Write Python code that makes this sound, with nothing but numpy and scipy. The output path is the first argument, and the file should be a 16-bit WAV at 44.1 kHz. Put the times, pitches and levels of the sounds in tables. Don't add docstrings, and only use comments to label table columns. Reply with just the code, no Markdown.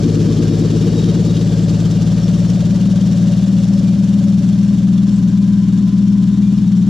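import sys
import numpy as np
from scipy import signal
from scipy.fft import rfft, irfft, next_fast_len
from scipy.io import wavfile
from scipy.ndimage import uniform_filter1d, minimum_filter1d, map_coordinates

SR = 44100
rng = np.random.default_rng(int(sys.argv[2]) if len(sys.argv) > 2 else 0)


def output_pcm(signal):
    pcm = np.clip(np.atleast_2d(signal).T, -1, 1) * 32767
    wavfile.write(sys.argv[1], SR, np.round(pcm).astype(np.int16))


N = 303849

# time in seconds, crank turns a minute.
CRANK_RPM = [(0.0, 1070.9), (0.6, 1075.3), (1.25, 1114.6), (1.75, 1092.6), (2.8, 1160.7), (3.6, 1173.1),
             (4.2, 1203.0), (4.9, 1211.0), (5.65, 1198.5), (6.9, 1218.9)]
# time in seconds, distance in metres, heading in degrees.
TRUCK_PATH = [(0, 5.3, 2), (.6, 5.44, 0.5), (2.4, 8.35, 10.5), (3.6, 9.96, 23.5), (5.7, 13.1, 48.5),
              (6.89, 12.7, 50.5)]
# order in cycles per crank turn, relative level in dB.
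EXHAUST_ORDERS = [(3.0, -36.5), (4.0, -45), (5.0, -37.5), (6.0, -22.0), (7.0, -40), (8.0, -26.5),
                  (9.0, -15.5), (10.0, -13.5), (11.0, -39.5), (12.0, -32), (13.0, -35), (14.0, -41.5),
                  (15.0, -39)]
BARK_ORDERS = [(11.5, -47.5), (12.0, -34), (12.5, -34.5), (13.0, -20), (13.5, -34), (14.0, -29.5),
               (14.5, -46), (15.0, -36.5), (15.5, -30.5), (16.0, -25.5), (16.5, -34), (17.0, -26.5),
               (17.5, -39.5), (18.0, -45), (18.5, -38), (19.0, -27.5), (19.5, -37), (20.0, -39),
               (20.5, -45.5)]
AIRBOX_ORDERS = [(21.0, -40.5), (21.5, -45.5), (22.0, -52), (22.5, -40), (23.0, -38), (23.5, -44),
                 (24.0, -36), (24.5, -44), (25.0, -36), (25.5, -42), (26.0, -36.5), (26.5, -49)]
# centre in Hz, width in Hz, relative level in dB.
TAILPIPE_MODES = [(104.4, 25.3, -6), (153.3, 32.6, -6.5), (191.9, 21.5, 4.5), (286, 55, -10),
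                  (321, 35, -13)]
INTAKE_MODES = [(565.4, 30, 3), (743, 120, -13)]
STEEL_MODES = [(1213, 18, -2), (1587, 40, -3), (1830, 14, -4), (2404, 30, -3.5), (2866, 59, -3.5),
               (3133, 51, -2.5), (3448, 58, 0), (3734, 11, 3.5), (3960, 20, -16), (4540, 25, -7.5),
               (5250, 54, -2.5), (5496, 80, -2.5), (6520, 80, -10), (7360, 57, -7), (7660, 22, -3)]
# frequency in Hz, relative spectral level in dB.
RASP_SPECTRUM = [(120, -37), (200, -8.5), (280, -7.5), (360, 2), (400, -14.5), (460, 1.5), (560, -16),
                 (800, -34.5), (1500, -74)]
FAN_SPECTRUM = [(200, -10), (450, -7.5), (700, 1.5), (900, 0), (1200, -2), (1600, -3.5), (2100, -7.5),
                (3000, -19), (6000, -35)]
CLATTER_SPECTRUM = [(1180, -43.5), (2000, -14.5), (2540, -4.5), (2810, -2.5), (3660, -0.5), (3980, -3),
                    (4360, -0.5), (5060, -5.5), (5500, -5.5), (5920, -2), (7410, -5), (8250, -17),
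                    (9350, -14.5), (13700, -40.5), (14500, -37)]
RUMBLE_SPECTRUM = [(15, -8), (30, 0.5), (80, 4), (150, -7), (500, -22.5), (2000, -36.5), (7000, -35.5),
                   (14000, -63.5)]
# time of the peak in seconds, level there in dB.
PANEL_SQUEAKS = [(.62, -42.5), (1.02, -41.5), (1.35, -46)]
# start in seconds, relative level in dB.
BODY_CLINKS = [(0.2163, -28.5), (0.4994, -25.5), (1.8502, -30), (2.1836, -25.5), (2.4994, -22.5),
               (2.901, -25), (3.2194, -34), (3.6306, -27.5), (4.2998, -36), (4.3839, -25), (5.38, -26),
               (5.878, -27)]
# frequency in Hz, correlation (capped at 1 in use).
MIC_LIKENESS = [(60, 3), (500, 0.24), (1000, 0.5), (2000, 0.54), (4000, 1.08), (8000, 0.13), (14000, .5)]
# frequency in Hz, left minus right in dB.
MIC_BALANCE = [(60, 7.5), (91, 1), (140, 3), (210, 3.5), (320, 4.0), (490, 4.5), (750, 7), (1140, -6),
               (1740, 7.5), (2650, -3), (4040, 1.5), (6160, 5.5), (9390, -8.5), (14300, 2)]

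SIDE_ON_DEG, SHADE_STEEPNESS = 50.7, 2.54
PIPE_HZ, PIPE_WIDTH_HZ = 200.9, 18.2
NINTH_DB_PER_RPM = 0.01
GAP_DEG, GAP_HALF_WIDTH_DEG, GAP_DB = 27, 14, 6.5
WHINE_FROM_S, WHINE_TO_S, WHINE_DB = 5.15, 6.3, -52.5
WHINE_FADE_DB_PER_S, SQUEAK_FADE_DB_PER_S = 13.5, 74.5


def exhaust(turns):
    rpm, = curves(CRANK_RPM)
    other_db = 4.2 + receding(fall_db=3, shade_db=1.0)
    ninth_db = NINTH_DB_PER_RPM * (rpm - rpm.max()) + 0.9
    detuning = 2 * (10 * rpm / 60 - PIPE_HZ) / PIPE_WIDTH_HZ
    tenth_db = .6 - 10 * np.log10(1 + detuning ** 2)
    rising_db = {9: ninth_db, 10: tenth_db}
    waves = puff(EXHAUST_ORDERS, turns, delay=-.188, smear=.018)
    boom = sum(amp(rising_db.get(round(order), other_db)) * wave
               for (order, _), wave in zip(EXHAUST_ORDERS, waves))
    return amp(-19.0 + 0.51 * tenth_db) * burble(turns) + boom * amp(0.54 * wobble(25))


def burble(turns):
    firings = beats(3 * turns)
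    weak = np.arange(len(firings)) % 6 == 2
    kicks = np.zeros(N)
    kicks[firings] = 2 * rng.random(len(firings)) - 1 - 0.25 * weak
    pipe = ring(kicks, TAILPIPE_MODES)
    return unit(filtered(pipe, lambda hz: 1 / (1 + (hz / 380) ** 12) / (1 + (70 / (hz + 1)) ** 4)))


def engine_bark(turns):
    grille, leak = amp(-25.5 + receding(fall_db=26, near_m=5.45)), amp(-52.5)
    bark = unit(puff(BARK_ORDERS, turns.copy(), delay=.116, smear=.024).sum(0))
    return (grille + leak) * (amp(8.5) * bark * amp(0.52 * wobble(32)) + amp(-3.0) * rasp(turns))


def rasp(turns):
    return unit(spread(white(), RASP_SPECTRUM) * amp(3.4 * throb(turns, .25)))


def airbox(turns):
    tone = puff(AIRBOX_ORDERS, turns, delay=1.436, smear=-.064).sum(0)
    swell_db = 2 * throb(turns / 2, 0) + 2.8 * throb(turns, .07)
    return amp(-28.0 + receding(fall_db=25, near_m=6.1)) * unit(tone * amp(swell_db))


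def intake_honk(turns):
    gulps = np.zeros(N)
    gulps[beats(turns - .55)] = 1
    air = unit(gulps) * amp(wobble(12)) + 1.33 * white()[0]
    honk = ring(air, INTAKE_MODES)
    honk = filtered(honk, lambda hz: 1 / (1 + (hz / 850) ** 8) / (1 + (480 / (hz + 1)) ** 12))
    level_db = -38.7 + receding(fall_db=-2.8, shade_db=20.2)
    return amp(level_db) * unit(honk * amp(1.8 * throb(turns, .8)))


def fan(surge):
    rush = unit(spread(white(), FAN_SPECTRUM) * amp(1.3 * surge + 0.75 * wobble(120)))
    return amp(-40.0 + receding(fall_db=3.5, shade_db=2.5, near_m=5.9)) * rush


def valve_drive(turns, surge):
    valves = beats(6 * turns + .08 * wobble(150))
    taps = np.zeros(N)
    taps[valves] = rng.random(len(valves)) ** 2
    decay = amp(-60 * np.arange(SR // 20) / SR / 0.016)
    taps = unit(signal.fftconvolve(taps, decay)[:N])
    return (1 + 0.21 * taps) * amp(2.63 * surge)


def valve_clatter(drive, strokes):
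    level_db = -37.7 + receding(fall_db=3.8, shade_db=3.4, near_m=6.3)
    steel = sum(ring(strokes, [mode]) * amp(1.6 * wobble(2.58) + 3.5 * wobble(24))
                for mode in STEEL_MODES)
    clatter = amp(-1.0) * spread(white() * drive, CLATTER_SPECTRUM) + amp(-4.5) * unit(steel)
    sizzle = spread(white(), [(3000, -27.0), (4400, 1.5), (5400, 1.5), (6500, -12.5), (8500, -36.0)])
    sizzle_db = -44.5 + 2.6 * (level_db - level_db.max())
    return amp(level_db) * clatter + amp(sizzle_db) * sizzle


def bonnet_ticks(drive, surge):
    _, heading = curves(TRUCK_PATH)
    level_db = -67.3 + GAP_DB / (1 + ((heading - GAP_DEG) / GAP_HALF_WIDTH_DEG) ** 4)
    ticks = white() * drive * amp(2.5 * surge)
    return amp(level_db) * spread(ticks, [(7000, -26), (9300, 2.0), (10500, -7.0), (14000, -26.5)])


def panel_squeaks(strokes):
    t = np.arange(N) / SR
    swells = sum(amp(db - SQUEAK_FADE_DB_PER_S * np.abs(t - peak)) for peak, db in PANEL_SQUEAKS)
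    return swells * unit(ring(strokes, [(3805, 20, 0)]))


def body_clinks():
    t = np.arange(N) / SR
    blows = sum(amp(db - 17.5 - 60 * np.abs(t - start) / .03) * (t >= start) for start, db in BODY_CLINKS)
    return blows * spread(white(), [(1500, -18.0), (3500, 6.5), (6000, 0.5), (10000, -1.5), (14000, -12.5)])


def gear_whine(turns):
    t = np.arange(N) / SR
    level_db = WHINE_DB - WHINE_FADE_DB_PER_S * np.abs(t - np.clip(t, WHINE_FROM_S, WHINE_TO_S))
    flutter = amp(0.95 * wobble(30))
    return amp(level_db) * flutter * np.sqrt(2) * np.sin(2 * np.pi * 51 * turns + .9 * wobble(26))


def field_rumble():
    return amp(np.linspace(-41, -44, N)) * spread(white(), RUMBLE_SPECTRUM)


def receding(fall_db, shade_db=0, near_m=5):
    metres, heading = curves(TRUCK_PATH)
    doublings = np.log2(np.maximum(metres / near_m, 1))
    return -fall_db * doublings - shade_db * np.abs(heading / SIDE_ON_DEG) ** SHADE_STEEPNESS


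def puff(table, turns, delay, smear):
    order, db = np.transpose(table)
    order = np.round(2 * order) / 2
    shape_db = np.interp(np.arange(2049) / 32, np.r_[order[0] - 2, order, order[-1] + 2],
                         np.r_[-60, db, -60])
    cepstrum = irfft(np.log(amp(shape_db)))[:2048]
    minimum_phase = rfft(2 * cepstrum, 4096).imag[(order * 32).astype(int)]
    lag = delay * order + smear * (order - order[0]) ** 2
    phase = 2 * np.pi * (order[:, None] * turns - lag[:, None]) + minimum_phase[:, None]
    return np.sqrt(2) * amp(db)[:, None] * np.cos(phase)


def throb(turns, peak):
    return np.cos(2 * np.pi * (turns - peak))


def beats(phase):
    return np.flatnonzero(np.diff(np.floor(phase)) > 0)


def ring(x, modes):
    return filtered(x, lambda f: sum((-1) ** k * amp(db) * 1j * f * width / (hz * hz - f * f + 1j * f * width)
                                     for k, (hz, width, db) in enumerate(modes)))


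def spread(pair, spectrum):
    def response(hz):
        angle = np.arccos(np.clip(along(MIC_LIKENESS, hz), -1, 1)) / 2
        return amp(along(spectrum, hz)) * [np.cos(angle), np.sin(angle)]
    mid, side = filtered(pair, response)
    return unit(np.array([mid + side, mid - side]))


def filtered(x, response):
    size = next_fast_len(N + SR // 2)
    return irfft(rfft(x, size) * response(np.fft.rfftfreq(size, 1 / SR)), size)[..., :N]


def along(points, hz):
    knots, values = np.transpose(points)
    return np.interp(np.log(hz + 1), np.log(knots + 1), values)


def curves(rows):
    times, *columns = np.transpose(rows)
    return [np.interp(np.arange(N) / SR, times, column) for column in columns]


def wobble(rate):
    return map_coordinates(rng.standard_normal(int(N * rate / SR) + 4), [np.arange(N) * rate / SR])


def white():
    return rng.standard_normal((2, N))


def amp(db):
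    return 10 ** (np.asarray(db) / 20)


def unit(x):
    return x / np.sqrt(np.mean(x ** 2) + 1e-20)


def limiter(x, ceiling_db):
    gain = np.minimum(1, amp(ceiling_db) / (np.abs(x).max(0) + 1e-9))
    return x * uniform_filter1d(minimum_filter1d(gain, size=SR // 70), size=SR // 70)


def scene():
    turns = np.cumsum(curves(CRANK_RPM)[0]) / SR / 60 - .59
    truck = exhaust(turns)
    uneven_turns = turns + 0.0033 * wobble(30)
    truck = truck + engine_bark(uneven_turns) + airbox(uneven_turns) + intake_honk(turns)
    surge = throb(turns, .19)
    truck += fan(surge)
    drive = valve_drive(turns, surge)
    strokes = spread(white() * drive, [(1000, 0)])
    truck += valve_clatter(drive, strokes) + bonnet_ticks(drive, surge) + panel_squeaks(strokes)
    return truck + gear_whine(turns) + body_clinks() + field_rumble()


def record(dry):
    heard = filtered(dry, lambda hz: amp(np.outer([.5, -.5], along(MIC_BALANCE, hz))))
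    return filtered(limiter(heard, ceiling_db=-3.0), lambda hz: hz < 14800)


dry = scene()
out = record(dry)
output_pcm(out)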